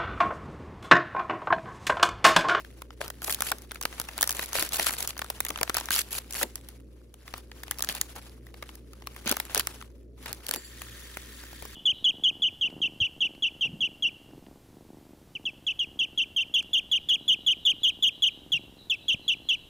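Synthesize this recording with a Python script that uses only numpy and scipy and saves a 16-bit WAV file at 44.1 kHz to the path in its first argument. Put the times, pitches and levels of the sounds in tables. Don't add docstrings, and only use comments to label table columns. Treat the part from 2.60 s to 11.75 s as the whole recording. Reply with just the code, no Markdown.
import sys
import numpy as np
from scipy import signal
from scipy.io import wavfile
from scipy.ndimage import uniform_filter1d

SR = 44100
rng = np.random.default_rng(int(sys.argv[2]) if len(sys.argv) > 2 else 0)


def file_out(sig):
    cols = np.atleast_2d(sig).T
    lim = np.clip(cols, -1, 1)
    pcm = np.round(lim * 32767).astype(np.int16)
    wavfile.write(sys.argv[1], SR, pcm)


N = 403515

HUM_HZ, HUM_DB = 58.8, -50
OVERTONE_DB = -11.5
ROOM_NOISE_DB = -5
# f/Hz, relative level per Hz/dB
ROOM_SPECTRUM = [(45, -34), (75, -8), (90, -2.5), (150, -10.5), (230, -4.5), (360, -4.5), (520, -10.5),
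                 (640, -20), (1000, -61), (15800, -79), (16200, -99.5)]
# f/Hz, correlation/1
ROOM_LIKENESS = [(60, 0.59), (300, 0.86), (1400, 0.056)]
# t of the lowest point/s, depth/dB, fall/s, return/s
BACKGROUND_DIPS = [(4.59, -5, .29, .21), (7.92, -7, .14, .2)]

# t/s, level/dB
HANDLING_LEVEL = [(0, -54), (.29, -68), (.55, -59), (.8, -47.5), (.93, -53), (1.08, -61), (1.35, -49.5),
                  (1.75, -49), (2.1, -45), (2.45, -45.5), (2.58, -54), (2.75, -52.5), (3.2, -48.5),
                  (3.9, -58), (4.1, -59.5), (4.25, -71.5), (4.5, -72), (4.75, -51), (4.88, -66.5),
                  (5.05, -54), (5.45, -50.5), (5.7, -56), (5.8, -68), (6.05, -56), (6.3, -66),
                  (6.62, -52.5), (6.8, -48.5), (7.15, -52.5), (7.32, -66.5), (7.54, -78), (7.62, -51),
                  (7.8, -55.5), (7.96, -44)]
RUSTLE_END_S, RUSTLE_OFF_DB = 7.99, -88
RUB_BODY_DB = -5
# f/Hz, relative level/dB
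PAPER_SPECTRUM = [(150, 0.5), (500, 1), (1500, 2.5), (3000, 3.5), (5000, 0.5), (8000, -1), (11500, -0.5),
                  (15700, -6.5), (16100, -57)]

# t/s, body level/dB, crisp level above 3 kHz/dB
CREASE_SNAPS = [(0.047, -39, -45), (0.219, -33.5, -36), (0.305, -39.5, -54), (0.413, -25, -37),
                (0.48, -43, -29.5), (0.502, -31.5, -27.5), (0.619, -34, -31.5), (0.644, -42, -24.5),
                (0.678, -29, -29.5), (0.696, -26.5, -24), (0.705, -29.5, -21), (0.725, -38, -19),
                (0.746, -44, -19), (0.806, -23.5, -20), (0.821, -23.0, -15.5), (0.917, -19.5, -17.5),
                (0.984, -53.0, -37), (1.02, -53.0, -38.5), (1.109, -35.0, -60.5), (1.117, -31.5, -30.0),
                (1.146, -48, -35.5), (1.157, -33.5, -41), (1.212, -32.5, -26), (1.226, -44.5, -26.5),
                (1.234, -33.5, -31), (1.253, -20, -18.5), (1.326, -36.0, -44), (1.38, -39, -45),
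                (1.399, -27, -18.5), (1.415, -35.0, -26), (1.44, -45, -41), (1.487, -31.5, -32.5),
                (1.579, -30.5, -23), (1.587, -31, -34), (1.61, -27, -16), (1.619, -33, -18),
                (1.628, -18, -11.5), (1.64, -31, -23), (1.675, -33, -18.0), (1.693, -28.5, -17),
                (1.707, -35.0, -20.5), (1.716, -37, -23.5), (1.726, -41.5, -25.5), (1.768, -38, -28),
                (1.793, -22, -24), (1.828, -32, -29), (1.859, -54, -30.5), (1.889, -49, -38),
                (1.931, -33, -23), (1.953, -22.5, -26.0), (1.985, -24.5, -28), (2.025, -23.5, -17.5),
                (2.09, -53, -30), (2.122, -42, -26), (2.135, -46, -25), (2.142, -31, -24.5),
                (2.158, -33, -22), (2.168, -44, -22), (2.196, -18, -19.5), (2.245, -36, -33),
                (2.267, -19.5, -17), (2.293, -24.5, -31), (2.307, -30, -24), (2.336, -31.5, -28),
                (2.405, -39, -24), (2.426, -48, -22), (2.475, -36, -20.5), (2.492, -45, -33),
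                (2.566, -37, -46), (2.578, -42, -31.0), (2.592, -30.5, -25.5), (2.617, -26, -28),
                (2.644, -35.5, -33.5), (2.701, -26, -21), (2.804, -24, -16.5), (2.85, -30.5, -21.5),
                (2.865, -30, -29), (2.885, -37, -26), (2.891, -42, -27), (2.904, -27.0, -23.5),
                (2.94, -46, -50), (2.958, -27, -44), (2.975, -32.5, -30.5), (2.987, -32, -36.0),
                (3.012, -22.5, -22.5), (3.031, -21, -14.5), (3.076, -32, -45), (3.096, -20, -20),
                (3.144, -32.5, -20.0), (3.149, -25, -27.5), (3.168, -23, -16.5), (3.182, -26, -24),
                (3.2, -40, -28), (3.209, -30, -31), (3.257, -47, -27.0), (3.286, -26.5, -34),
                (3.306, -21, -17), (3.362, -28, -17.5), (3.708, -45.0, -30), (3.725, -43.5, -28),
                (3.734, -42, -28), (3.743, -39.0, -28.0), (3.751, -33.5, -35), (3.813, -27, -26),
                (3.822, -31, -34), (3.83, -23, -19.5), (3.956, -41, -25.5), (4.087, -47.5, -34.0),
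                (4.541, -48.5, -41.5), (4.678, -37, -44), (4.738, -27, -35), (4.779, -42.5, -36.5),
                (4.915, -40, -48), (5.034, -36.5, -30), (5.08, -38, -41), (5.111, -26, -17),
                (5.118, -34, -37), (5.186, -46, -28), (5.193, -34.5, -29.5), (5.206, -31.0, -28),
                (5.223, -30, -17.5), (5.238, -31, -30), (5.246, -36, -23.5), (5.272, -36, -44),
                (5.289, -25.5, -18), (5.325, -43, -30.5), (5.35, -33.0, -27), (5.366, -35.5, -35),
                (5.413, -28.5, -14.5), (5.561, -37, -39.0), (5.867, -45, -46.5), (5.941, -41, -48),
                (6.025, -32, -35.5), (6.09, -38.5, -48.0), (6.154, -51, -38), (6.333, -46.5, -42.5),
                (6.421, -42.5, -54), (6.471, -28, -31), (6.563, -37, -38), (6.659, -34.5, -31),
                (6.676, -28.5, -21), (6.689, -28, -27), (6.694, -27.5, -18.5), (6.704, -30.0, -36),
                (6.714, -24, -13), (6.723, -21, -21), (6.741, -37.0, -37), (6.768, -25.5, -21.5),
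                (6.8, -22, -20), (6.896, -38, -52), (6.947, -23.5, -14), (6.957, -22, -27),
                (6.977, -30, -15), (6.996, -23.5, -14), (7.071, -25, -19), (7.212, -38, -59),
                (7.224, -36.5, -42), (7.659, -32.5, -34), (7.729, -37, -22.5), (7.866, -44.5, -27),
                (7.885, -40, -27), (7.89, -36.0, -22.5), (7.911, -26, -18), (7.922, -39.0, -38),
                (7.938, -29, -20.0), (7.946, -46, -27), (7.96, -33.5, -25.5)]
CRACK_T60_S, CRACK_RISE_S = 0.009, 0.0001
RUN_S = 0.00279
BODY_LATE_S = 0.0009
PANEL_HZ, PANEL_OCTAVES, PANEL_T60_S = 1510, .45, 0.0077

# t/s, length/s, first level/dB, last level/dB, sizzle above 7 kHz/dB
RIP_BURSTS = [(0.403, .091, -37, -57.5, 2.5), (0.623, 0.12, -48, -40.5, 14), (0.829, 0.081, -40, -37, 7),
              (1.744, 0.11, -43.5, -35.5, 6.5), (1.939, .13, -30, -37, 5.5), (2.128, 0.051, -36, -41.5, 10),
              (2.179, 0.12, -34.5, -30, 5), (2.316, 0.041, -43, -43.5, 12),
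              (2.377, .082, -40.5, -45.5, 9.5), (2.472, 0.041, -36, -37, 6.5),
              (3.14, .062, -42, -29.5, -18), (3.313, .11, -27.5, -32, 6.5), (3.505, 0.088, -41, -38, 10.5),
              (3.746, 0.0956, -38, -32.5, 7.5), (5.286, 0.043, -35, -39, 2), (5.331, 0.059, -44, -39, 1),
              (5.548, 0.052, -50, -55, 5), (6.661, 0.092, -27, -41.5, -17),
              (6.956, 0.0586, -34.5, -27, -5.5), (7.654, 0.072, -41, -50, -2.5)]
RIP_BODY_DB, RIP_BODY_PER_DB, RIP_USUAL_DB = -12, -1.03, -36
RAGGED = 0.24

# t/s, peak level/dB, f/Hz
WALL_POPS = [(0.406, -30, 450), (.68, -28.5, 523), (.913, -27.5, 493), (1.95, -26, 497), (2.021, -29, 420),
             (2.19, -25.5, 503), (2.9, -29, 308), (3.011, -24, 497), (3.812, -26, 600), (3.831, -29.5, 300),
             (5.29, -35.5, 244), (6.658, -28, 186), (6.71, -24.5, 345), (6.967, -25.5, 450),
             (7.888, -32, 300), (7.94, -34, 402), (7.959, -35, 293)]

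# t/s, level/dB
POUR_LEVEL = [(7.9, -87), (7.97, -50.5), (8.09, -52), (8.2, -48), (9.15, -49)]
# f/Hz, relative level/dB
FLAKE_SPECTRUM = [(700, -12.5), (1300, -5.5), (1800, 0), (2400, -6), (3300, -1.5), (5000, -7), (8000, -5.5),
                  (12000, -8), (15700, -7.5), (16200, -54)]
# f/Hz, gain/dB, t60/s
BOWL_MODES = [(1900, -2.5, 0.068), (2860, -7.5, 0.072), (4560, 1, 0.18), (7240, 1, 0.29), (11040, -2, 0.15),
              (14760, -9, .12)]
# t/s, strike level before the modes/dB
BOWL_STRIKES = [(7.966, -43.5), (8.046, -47)]
COVERED_S = .15
# t/s, peak level/dB, f/Hz
HEAP_LUMPS = [(8.218, -21.5, 2730), (8.571, -17, 2400), (8.837, -29.5, 1110), (8.93, -33, 800),
              (9.024, -23.5, 776), (9.053, -22, 1880)]

# f/Hz, phase by which left leads right/rad
PORT_LEAD = [(0, 0), (2240, .5), (3300, 2.0), (5300, .8), (6500, -1.0), (8400, -3.14), (11300, -6.7),
             (13400, -9.42), (15300, -12.3)]
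# f/Hz, left over right/dB
PORT_BALANCE = [(200, -1), (700, 3.5), (2400, .5), (4400, 1.5), (9000, -.5)]
# f/Hz, amplitude share common to both/1
NEAR_LIKENESS = [(300, 0.71), (1500, 0.68), (4000, 0.14), (9000, 0.6), (13400, 1), (16000, 0.39)]
EDGE_HZ = 16500


def gain_of(db):
    return 10 ** (np.asarray(db) / 20)


def evened(x):
    return x / np.sqrt(np.mean(x ** 2) + 1e-20)


def peaked(x):
    return x / abs(x).max()


def loudest(x):
    return x / np.sqrt(uniform_filter1d(x ** 2, size=88).max())


def read(points, hz):
    f, value = np.transpose(points)
    return np.interp(np.log(hz + 1), np.log(f + 1), value)


def along(rows):
    s, level_db = np.transpose(rows)
    return np.interp(np.arange(N) / SR, s, level_db)


def add_at(out, s, burst):
    start = round(s * SR)
    out[start:start + len(burst)] += burst


def coloured(x, points):
    log_gain = np.log(gain_of(read(points, abs(np.fft.fftfreq(4096, 1 / SR)))))
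    taps = np.fft.ifft(np.exp(np.conj(signal.hilbert(log_gain)))).real[:2048]
    return signal.oaconvolve(x, taps)[:len(x)]


def ring(x, hz, t60):
    r = gain_of(-60 / t60 / SR)
    w = 2 * np.pi * hz / SR
    return signal.lfilter([np.sin(w)], [1, -2 * r * np.cos(w), r * r], x)


def grains(per_s, spread_db, t60, count, lowest_hz):
    size = gain_of(spread_db * np.minimum(rng.exponential(1, N), 5))
    clicks = size * (rng.random(N) < per_s / SR)
    choice = rng.integers(0, count, N)
    t = np.arange(600) / SR
    bursts = rng.standard_normal((count, 600)) * gain_of(-60 * t / t60)
    out = np.zeros(N)
    for k, hz in enumerate(np.geomspace(lowest_hz, 12000, count)):
        pitch = evened(ring(bursts[k], hz, 8 / hz)) * (hz / 12000) ** .5
        out += signal.oaconvolve(clicks * (choice == k), evened(bursts[k]) + pitch)[:N]
    return evened(out)


def clumps(width):
    slow = uniform_filter1d(uniform_filter1d(rng.standard_normal(N), width), width)
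    return np.clip(evened(slow), -3, 2)


def sheet(raw):
    paper = evened(coloured(raw, PAPER_SPECTRUM))
    body = signal.filtfilt(*signal.butter(2, 1500, fs=SR), paper)
    return evened(body), evened(paper - body)


def background_db():
    t = np.arange(N) / SR
    level_db = np.full(N, float(HUM_DB))
    for s, depth_db, fall, back in BACKGROUND_DIPS:
        level_db += np.interp(t, [s - fall, s, s + back], [0, depth_db, 0])
    return level_db


def room_noise():
    frames, hz = N // 512 + 5, np.fft.rfftfreq(2048, 1 / SR)
    a, b, c, d = rng.standard_normal((frames, 1025, 4)).T
    same = read(ROOM_LIKENESS, hz)[:, None]
    left, other = a + 1j * b, c + 1j * d
    right = same * left + np.sqrt(1 - same ** 2) * other
    z = np.array([left, right]) * gain_of(read(ROOM_SPECTRUM, hz))[:, None]
    return evened(signal.istft(z, nperseg=2048, noverlap=1536)[1][:, :N])


def kitchen():
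    noise = room_noise()
    waver = evened(uniform_filter1d(uniform_filter1d(rng.standard_normal(N), 4000), 4000))
    turn = 2 * np.pi * HUM_HZ * np.arange(N) / SR
    overtone = gain_of(OVERTONE_DB + 2.5 * waver) * np.sin(2 * turn)
    hum = np.sqrt(2) * (np.sin(turn) + overtone)
    return gain_of(background_db()) * (hum + gain_of(ROOM_NOISE_DB) * noise)


def rustle():
    level_db = along(list(HANDLING_LEVEL) + [(RUSTLE_END_S, RUSTLE_OFF_DB)])
    bed = rng.standard_normal(N) * gain_of(3.25 * clumps(700))
    crackles = grains(per_s=120, spread_db=2.5, t60=0.0039, count=14, lowest_hz=910)
    body, crisp = sheet(bed + 0.67 * crackles)
    return gain_of(level_db) * (crisp + gain_of(RUB_BODY_DB) * body)


def snaps():
    out, t = np.zeros(N), np.arange(2000) / SR
    high = signal.butter(2, [3000, 15500], "band", fs=SR)
    middle = signal.butter(2, [600, 4000], "band", fs=SR)
    crack = gain_of(-60 * t / CRACK_T60_S) * (1 - np.exp(-t / CRACK_RISE_S))
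    for s, body_db, crisp_db in CREASE_SNAPS:
        a, b = rng.standard_normal((2, 2000))
        size, second, third, wait2, wait3 = rng.random(5)
        run = 2 * crack
        run = run + second * np.roll(crack, int(wait2 * RUN_S * SR))
        run = run + third * np.roll(crack, int(wait3 * 2 * RUN_S * SR)) / 2
        late = np.roll(run, int(BODY_LATE_S * SR))
        hz = PANEL_HZ * 2 ** (PANEL_OCTAVES * (2 * size - 1))
        panel = evened(ring(a * late, hz, PANEL_T60_S))
        body = panel + 1.47 * evened(signal.lfilter(*middle, b * late))
        crisp = signal.lfilter(*high, b * run ** 1.29)
        add_at(out, s, gain_of(body_db) * loudest(body) + gain_of(crisp_db) * loudest(crisp))
    return out


def rips():
    clean = grains(per_s=4000, spread_db=3.0, t60=0.0022, count=10, lowest_hz=520)
    clean = evened(clean * gain_of(3.3 * clumps(240)))
    ragged = grains(per_s=320, spread_db=2.5, t60=0.019, count=12, lowest_hz=450)
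    body, crisp = sheet(np.sqrt(1 - RAGGED) * clean + np.sqrt(RAGGED) * ragged)
    mids = signal.filtfilt(*signal.butter(2, 7000, fs=SR), crisp)
    sizzle = crisp - mids
    out = np.zeros(N)
    for s, length, first_db, last_db, sizzle_db in RIP_BURSTS:
        at = slice(round(s * SR), round(s * SR) + round(length * SR))
        level_db = np.linspace(first_db, last_db, len(out[at]))
        body_db = RIP_BODY_DB + RIP_BODY_PER_DB * (level_db - RIP_USUAL_DB)
        edges = signal.windows.tukey(len(level_db), min(0.014 / length, 1))
        mix = mids[at] + gain_of(sizzle_db) * sizzle[at] + gain_of(body_db) * body[at]
        out[at] += edges * gain_of(level_db) * mix
    return out


def thumps():
    out, t = np.zeros(N), np.arange(2000) / SR
    for s, db, hz in WALL_POPS:
        low = signal.butter(2, [hz / 1.48, hz * 1.71], "band", fs=SR)
        push = rng.standard_normal(2000) * gain_of(-60 * t / 0.1)
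        add_at(out, s, gain_of(db) * peaked(signal.lfilter(*low, push)))
    return out


def flake_stream():
    patter = grains(per_s=1800, spread_db=-0.55, t60=0.027, count=14, lowest_hz=1400)
    return gain_of(along(POUR_LEVEL)) * evened(coloured(patter, FLAKE_SPECTRUM))


def bowl(stream):
    since_first = np.maximum(np.arange(N) / SR - BOWL_STRIKES[0][0], 0)
    bare = .6 + np.exp(-since_first / COVERED_S)
    blows = .022 * bare * stream * (rng.random(N) < .1)
    for s, db in BOWL_STRIKES:
        blows[round(s * SR)] += gain_of(db)
    return sum(gain_of(db) * ring(blows, hz, t60) for hz, db, t60 in BOWL_MODES)


def lumps():
    out, t = np.zeros(N), np.arange(800) / SR
    for s, db, hz in HEAP_LUMPS:
        lump = rng.standard_normal(800) * gain_of(-60 * t / 0.015)
        tick = evened(ring(lump, hz, 0.0022)) + hz / 1000 * evened(lump)
        add_at(out, s, gain_of(db) * peaked(tick))
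    return out


def pouring():
    stream = flake_stream()
    return stream + bowl(stream) + lumps()


def ports(x):
    hz, t, z = signal.stft(x, SR, nperseg=256, noverlap=192)
    above = (hz > 200)[:, None]
    same = read(NEAR_LIKENESS, hz)[:, None]
    tail_phases = np.exp(2j * np.pi * rng.random((len(t), len(hz), 2))).T * above
    turn, late = rng.random((len(t), 2)).T
    other = np.exp(2j * np.pi * (turn - hz[:, None] * late * .0008)) * above
    direct = same * np.exp(-1j * read(PORT_LEAD, hz))[:, None]
    right = direct + np.sqrt(2 * (1 - same ** 2)) * other
    half = gain_of(read(PORT_BALANCE, hz) / 2)[:, None]
    keep = gain_of(-2 * 60 * 64 / SR / .25)
    tail_power = signal.lfilter([0, 0, 1 - keep], [1, -keep], abs(z) ** 2)
    tails = gain_of(-15) * np.sqrt(tail_power) * tail_phases
    both = np.array([z * half, z * right / half]) + tails
    return signal.istft(both, SR, nperseg=256, noverlap=192)[1][:, :N]


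def scene():
    near = rustle() + snaps() + rips() + thumps() + pouring()
    return ports(near) + kitchen()


def record(dry):
    taps = signal.firwin(201, EDGE_HZ, window=("kaiser", 8), fs=SR)
    return signal.oaconvolve(dry, taps[None], "same")


dry = scene()
out = record(dry)
file_out(out)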